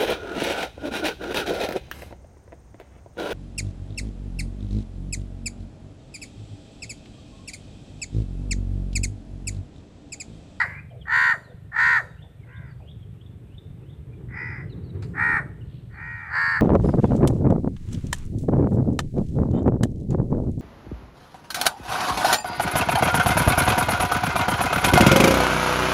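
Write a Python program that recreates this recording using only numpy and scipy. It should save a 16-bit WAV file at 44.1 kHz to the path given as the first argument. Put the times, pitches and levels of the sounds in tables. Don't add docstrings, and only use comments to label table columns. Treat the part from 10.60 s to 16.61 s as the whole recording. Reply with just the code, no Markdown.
import sys
import numpy as np
from scipy import signal
from scipy.fft import rfft, irfft
from scipy.io import wavfile
from scipy.ndimage import uniform_filter1d

SR = 44100
rng = np.random.default_rng(int(sys.argv[2]) if len(sys.argv) > 2 else 0)


def output_pcm(signal):
    pcm = np.clip(np.atleast_2d(signal).T, -1, 1) * 32767
    wavfile.write(sys.argv[1], SR, np.round(pcm).astype(np.int16))


N = 265041
TIME = np.arange(N) / SR

# (start [s], end [s], crest [share of length], arch height [ratio],
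# level [dB], sag by the end [dB], top pitch [Hz], top flutter [Hz], flutter depth [share of pitch],
# throat size [ratio], body [dB], edge [dB], treble [dB], beak ring [Hz], beak ring [dB],
# high ring [Hz], high ring [dB])
CROW_CAWS = [(-.25, 0.072, 0.48, 1.17, -18.5, 1, 499.6, 79, 0.092, 0.95, 2.5, -3, -2, 4460, 13, 7400, 8),
             (-.1, 0.236, 0.43, 1.1, -37.5, 9, 526.5, 76.5, 0.16, .91, 0.5, 0.5, -11, 4840, 6, 7600, 2),
             (0.458, 0.769, 0.52, 0.98, -17, 1, 501.9, 77.7, 0.089, 1.0095, 0.5, 1.5, -4, 4350, 14, 7200, 8),
             (1.119, 1.426, 0.54, 0.98, -17, 0.5, 492.4, 77.96, 0.086, 1.02, -0.5, 3, -4.5, 4360, 14.5, 7200, 10),
             (1.828, 2.164, 0.35, 1.58, -51.5, 5, 511, 76.2, 0.085, 0.94, 9, 10, -8.5, 4500, -8, 7470, -6),
             (3.686, 4.066, .38, 2.3, -33.5, 11.5, 460, 71.6, 0.099, 0.94, -1.5, 6, -16, 5040, 25, 7900, -1),
             (4.54, 4.828, .43, 1, -20, 1.5, 449, 76.87, .1, 1, 1.5, 6, -10, 4770, 8, 8750, 16),
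             (5.299, 5.769, 0.42, 1.2, -36.5, 2.5, 453.4, 79, 0.098, 0.99, 3.5, 16, -10, 4820, 13, 7100, 4),
             (5.678, 6.035, 0.55, 0.78, -21, 2, 502.5, 83.26, 0.15, 1.04, -.5, 2.5, -11, 4640, 22, 7860, 12.5)]


def crows(nearest_db=-17, scatter_per_db=0.69):
    direct, scattered = 0, 0
    for start, end, crest, height, level_db, *voice_settings in CROW_CAWS:
        voice = ground(caw(start, end, crest, height, level_db, *voice_settings))
        distance_db = min(nearest_db - level_db, 15)
        direct += voice
        scattered += voice * undb(scatter_per_db * distance_db)
    early = yard(scattered, wet_db=-12.5, t60=0.37, delay_s=0.003) - scattered
    late = yard(direct, wet_db=-24.5, t60=0.85) - direct
    return direct + early + late


def caw(start, end, crest, height, level_db, sag_db, top_hz, flutter_hz, depth, *timbre):
    on = (TIME >= start - 0.005) & (TIME < end + 0.02)
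    t = TIME[on]
    age = (t - start) / (end - start)
    pitch, swing, rough = arch(age, crest, height)
    effort_db = effort(age, crest, sag_db)
    flutter = phase_of(flutter_hz * pitch ** 0.7 * (1 + 0.12 * rough * wander(150, len(t))))
    sweep = np.sin(flutter) + 0.22 * np.sin(2 * flutter)
    jitter = (0.003 + 0.06 * rough) * wander(700, len(t))
    phase = phase_of(top_hz * pitch * (1 + depth * swing * sweep + jitter))
    source = membranes(phase, rough) * (1 + 0.32 * swing * np.sin(flutter))
    voice = slacken(throat(source, *timbre), pitch, effort_db)
    voice /= np.sqrt(np.abs(uniform_filter1d(voice ** 2, size=1200)) + 1e-9)
    _, _, collapse = stages(age, crest)
    voice += groan(phase, collapse)
    fade_in = np.clip((t - start) / 0.005 + 1, 0, 1)
    out = np.zeros(N)
    out[on] = voice * fade_in * undb(level_db + effort_db)
    return out


def stages(age, crest, release_share=0.19):
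    rise = np.clip(1 - age / crest, 0, 1)
    fall = np.clip((age - crest) / (1 - crest), 0, 1)
    collapse = np.maximum(1 + (age - 1) / release_share, 0)
    return rise, fall, collapse


def arch(age, crest, height, scoop=0.27, droop=0.19, drop=0.54, still_share=0.87):
    rise, fall, collapse = stages(age, crest)
    pitch = 1 - height * (scoop * rise ** 2.5 + droop * fall ** 2)
    pitch *= 1 - drop * np.minimum(collapse, 1) ** 2
    swing = (1 - 0.38 * rise ** 6) / (1 + np.exp((age - still_share) / 0.03))
    rough = 0.11 + 0.79 * rise ** 1.9 + 0.22 * fall ** 2
    return np.maximum(pitch, 0.1), swing, rough


def effort(age, crest, sag_db, attack_share=0.31, ends_db=-27.5):
    _, fall, collapse = stages(age, crest)
    onset = np.maximum(1 - age / attack_share, 0)
    return ends_db * onset ** 2 - sag_db * fall + ends_db * collapse ** 2


def membranes(phase, rough, fundamental_db=-13, hiss_db=-5, rasp_db=-8):
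    count = len(phase)
    overtones = sum(np.cos(k * phase) for k in range(2, 34))
    buzz = unit(undb(fundamental_db) * np.cos(phase) + overtones)
    puffs = rng.standard_normal(count) * (1 + 0.8 * np.cos(phase))
    hiss = undb(hiss_db) * colour(puffs, [(2200, -20), (3200, -4), (9000, 0)])
    rasp = undb(rasp_db) * rough * rng.standard_normal(count)
    shimmer = undb((0.6 + 3 * rough) * wander(250, count))
    return (buzz + hiss + rasp) * shimmer


# (frequency [Hz], gain [dB])
THROAT_RESPONSE = [(250, -42), (520, -19.5), (750, -10), (980, -8), (1200, -7), (1480, 2.5), (1680, -1),
                   (1860, 11), (2100, -7), (2350, -10.5), (2550, -23.5), (3300, -26), (6200, -39),
                   (10000, -45), (14000, -57.5)]


def throat(source, size, body_db, edge_db, treble_db, beak_hz, beak_db, high_hz, high_db, edge_hz=2350):
    response = [(hz, db + np.interp(hz, [1480, 1860, 2300, 3300], [body_db, 0, 0, treble_db]))
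                for hz, db in THROAT_RESPONSE]
    voice = colour(source, response, size, [(beak_hz, beak_db), (high_hz, high_db)], ring_width_hz=490)
    return colour(voice, [(1000, 0)], rings=[(edge_hz, edge_db)], ring_width_hz=210)


def slacken(voice, pitch, effort_db, cutoff_hz=2100):
    tension = np.clip(1 - 2.1 * (1 - pitch), 0.1, 1) * undb(0.37 * effort_db)
    dull = signal.sosfiltfilt(signal.butter(4, cutoff_hz, fs=SR, output="sos"), voice)
    return tension * voice + (1 - tension) * dull


def groan(phase, collapse, db=-8.5):
    return undb(db) * np.sqrt(2) * np.sin(2 * phase) * np.clip(2 * (collapse - 0.1), 0, 1)


def small_birds():
    whistles = (slurs() + song()) * undb(5.7 * wander(90, N))
    return yard(whistles + churr(), wet_db=-5, t60=0.7)


# (start [s], length [s], first pitch [Hz], last pitch [Hz], level [dB])
BIRD_SLURS = [(0.132, 0.09, 2200, 2530, -52), (.3, 0.03, 3184, 2890, -64.5),
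              (0.383, 0.063, 3740, 2700, -64.5), (0.821, 0.12, 4350, 3120, -72.5),
              (1.434, 0.11, 3730, 3750, -66.5), (1.786, 0.061, 2450, 2065, -66.5),
              (2.045, 0.11, 5050, 4180, -79.5), (2.403, 0.064, 3500, 2670, -74.5),
              (3.495, .078, 2360, 2385, -70), (3.548, .045, 3000, 3730, -78.5),
              (4.09, 0.057, 4400, 3460, -68), (4.068, 0.06, 3270, 2430, -71),
              (4.227, 0.096, 4600, 3600, -73), (5.005, 0.026, 2910, 2800, -62),
              (5.319, .07, 4550, 4070, -74), (5.523, 0.11, 4600, 3060, -71.5)]


def slurs(bow=0.12):
    out = np.zeros(N)
    for start, length, first_hz, last_hz, db in BIRD_SLURS:
        middle_hz = (first_hz + last_hz) / 2 + bow * abs(last_hz - first_hz)
        glide = [(0, first_hz, db), (length / 2, middle_hz, db), (length, last_hz, db)]
        out += whistle(start, glide, waver=0.02)
    return out


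# (time into the note [s], pitch [Hz], relative level [dB])
SONG_NOTE = [(0, 2355, -9.5), (.025, 2450, -24), (.075, 2886, -18), (0.102, 3527, -13.5), (.118, 3616, -14),
             (0.145, 3710, -37)]


def song(start_s=1.525, period_s=0.3345, repeats=6, gain_db=-51):
    notes = sum(whistle(start_s + k * period_s, SONG_NOTE, waver=0.0285) for k in range(repeats))
    return yard(undb(gain_db) * notes, wet_db=1.5, t60=0.16, delay_s=0.0066)


# (frequency [Hz], relative level [dB])
CHURR_SPECTRUM = [(1500, -28), (2600, -5), (3200, -2.5), (4200, -5.5), (5200, -23.5), (9000, -55.5)]


def churr(middle_s=5.15, half_width_s=0.087, pulse_hz=72, db=-66.5):
    swell = np.exp(-((TIME - middle_s) / half_width_s) ** 2)
    pulses = 1 + 0.58 * np.sin(2 * np.pi * pulse_hz * TIME)
    return undb(db) * noise(CHURR_SPECTRUM) * swell * pulses


# (frequency [Hz], relative level [dB])
TICK_SPECTRUM = [(1200, 5), (2400, 3), (3400, -7.5), (4500, 4.5), (5800, -13), (7200, -7), (9000, -15),
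                 (14000, -33)]


def tick(at_s=4.423, decay_s=0.019, db=-43):
    age = TIME - at_s
    knock = undb(db) * noise(TICK_SPECTRUM) * (age > 0) * np.exp(-np.abs(age) / decay_s)
    return yard(knock, wet_db=-12, t60=1.0)


# (time [s], level [dB])
EDDY_LEVELS = [(0.0, -44.5), (0.45, -42), (0.9, -57), (0.95, -40.5), (0.99, -42.5), (1.89, -43.5),
               (1.96, -39), (2.69, -44), (4.45, -33), (5.39, -38), (5.88, -48), (6.01, -31)]
# (frequency [Hz], relative level [dB])
EDDY_SPECTRUM = [(20, -31.5), (40, -15), (65, 0), (130, 4), (175, -1.5), (230, -19), (500, -49.5),
                 (1000, -56.5), (3000, -110)]


def eddies(calm_size=1.152, gust_size=0.96, gain_db=-1):
    strength = gust() / gust().max()
    large, small = noise(EDDY_SPECTRUM, calm_size), noise(EDDY_SPECTRUM, gust_size)
    rumble = np.sqrt(1 - strength) * large + np.sqrt(strength) * small
    level_db, = curves(EDDY_LEVELS, TIME)
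    return rumble * undb(level_db + gain_db + 1.8 * wander(30, N))


# (time [s], peak level [dB])
MICROPHONE_BUFFETS = [(0.948, -34.5), (1.358, -37.5), (2.95, -42), (3.112, -31.5), (4.745, -31.5)]


def buffets(width_s=0.0021):
    out = np.zeros(N)
    for at_s, db in MICROPHONE_BUFFETS:
        lead = (at_s - TIME) / width_s
        out += undb(db) * lead * np.exp((1 - lead ** 2) / 2)
    return out


# (frequency [Hz], relative level [dB])
RUSH_SPECTRUM = [(120, -28), (260, 1), (430, -1.5), (600, -20), (1000, -25), (2000, -30), (5000, -56.5),
                 (14000, -60.5)]


def rush():
    return noise(RUSH_SPECTRUM) * gust() * undb(2 * wander(40, N))


def gust(peak_s=4.704, peak_db=-43, calm_db=-63.5, rise_db_per_s=7.5, fall_db_per_s=28):
    since = TIME - peak_s
    swell_db = peak_db + np.minimum(rise_db_per_s * since, -fall_db_per_s * since)
    return np.hypot(undb(calm_db), undb(swell_db))


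def throb(rate_hz=24.5, db=-48):
    beats = np.diff(np.floor(TIME * rate_hz), prepend=0) * undb(3.5 * wander(12, N))
    thud = [(30, -31.5), (80, -9.5), (122, -2.5), (170, -8.5), (260, -20), (700, -60.5), (3000, -110)]
    return undb(db) * unit(colour(beats, thud))


# (start [s], pitch [Hz], level [dB])
DISTANT_NOTES = [(.3, 589.6, -51.5), (.78, 650, -61), (.86, 589.4, -55), (1.259, 519, -55),
                 (1.421, 521, -55.5), (1.61, 705, -58), (1.62, 456, -62.5), (1.831, 551, -63),
                 (1.98, 582, -60), (2.19, 625, -56)]


def far_notes(length_s=0.08, fall=0.93):
    notes = sum(whistle(start, [(0, hz, db), (length_s, hz * fall, db)], waver=0.21)
                for start, hz, db in DISTANT_NOTES)
    return yard(notes, wet_db=-10, t60=0.4)


# (frequency [Hz], relative level [dB])
AIR_SPECTRUM = [(200, -19.5), (550, 2.5), (1000, -8), (2000, -10), (3600, -14), (4600, -23.5), (6500, -26),
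                (7800, -22), (8400, -18.5), (9200, -24.5), (14000, -25.5)]


def air(db=-64.5):
    return noise(AIR_SPECTRUM) * undb(db + 0.33 * wander(25, N))


def ground(x, db=-3, t60=0.012, size=512):
    grit = rng.standard_normal(size) * undb(-60 * TIME[:size] / t60)
    highpass = signal.butter(6, 2800, "high", fs=SR, output="sos")
    grit = signal.sosfilt(highpass, grit / np.linalg.norm(grit))
    return x + undb(db) * signal.fftconvolve(x, grit)[:N]


def yard(x, wet_db, t60, delay_s=0.0057):
    t = TIME[:SR]
    envelope = undb(-60 * t / t60) * np.clip(t / delay_s, 0, 1)
    scatter = rng.standard_normal(SR) * undb(wander(49, SR)) * envelope
    tone = [(500, 11), (1000, -3), (2000, -8), (5000, 1.5), (12000, 15)]
    scatter = colour(scatter / np.linalg.norm(scatter), tone)
    return x + undb(wet_db) * signal.fftconvolve(x, scatter)[:N]


def whistle(start, note, waver):
    on = (TIME >= start) & (TIME < start + note[-1][0])
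    hz, db = curves(note, TIME[on] - start)
    phase = phase_of(hz * (1 + waver * wander(400, len(hz))))
    out = np.zeros(N)
    out[on] = np.sqrt(2) * np.sin(phase) * undb(db) * signal.windows.tukey(len(hz), 0.4)
    return out


def colour(x, points, ratio=1, rings=(), ring_width_hz=380, size=4096):
    hz = np.maximum(np.arange(size // 2 + 1) * SR / size, 1)
    knots, db = np.transpose(points)
    db = np.interp(np.log(hz * ratio), np.log(knots), db)
    for ring_hz, ring_db in rings:
        db += ring_db / (1 + ((hz - ring_hz) / ring_width_hz) ** 2)
    cepstrum = irfft(np.log(undb(db)))
    cepstrum[1:size // 2] *= 2
    cepstrum[size // 2 + 1:] = 0
    return signal.fftconvolve(x, irfft(np.exp(rfft(cepstrum))))[:len(x)]


def noise(points, ratio=1):
    return unit(colour(rng.standard_normal(N), points, ratio))


def wander(rate_hz, count):
    hold = max(int(SR / rate_hz), 1)
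    steps = np.repeat(rng.standard_normal(count // hold + 1), hold)
    return unit(uniform_filter1d(steps, hold)[:count])


def curves(rows, at):
    knots, *columns = np.transpose(rows)
    return [np.interp(at, knots, column) for column in columns]


def phase_of(hz):
    return 2 * np.pi * np.cumsum(hz) / SR


def undb(db):
    return 10 ** (np.asarray(db) / 20)


def unit(x):
    return x / np.sqrt(np.mean(x ** 2) + 1e-18)


def scene():
    foreground = crows() + small_birds() + tick()
    breeze = eddies() + buffets() + rush()
    background = throb() + far_notes() + air()
    return (foreground + breeze + background)[None]


def record(dry):
    return signal.sosfilt(signal.ellip(10, 0.2, 70, 14300, fs=SR, output="sos"), dry)


dry = scene()
out = record(dry)
output_pcm(out)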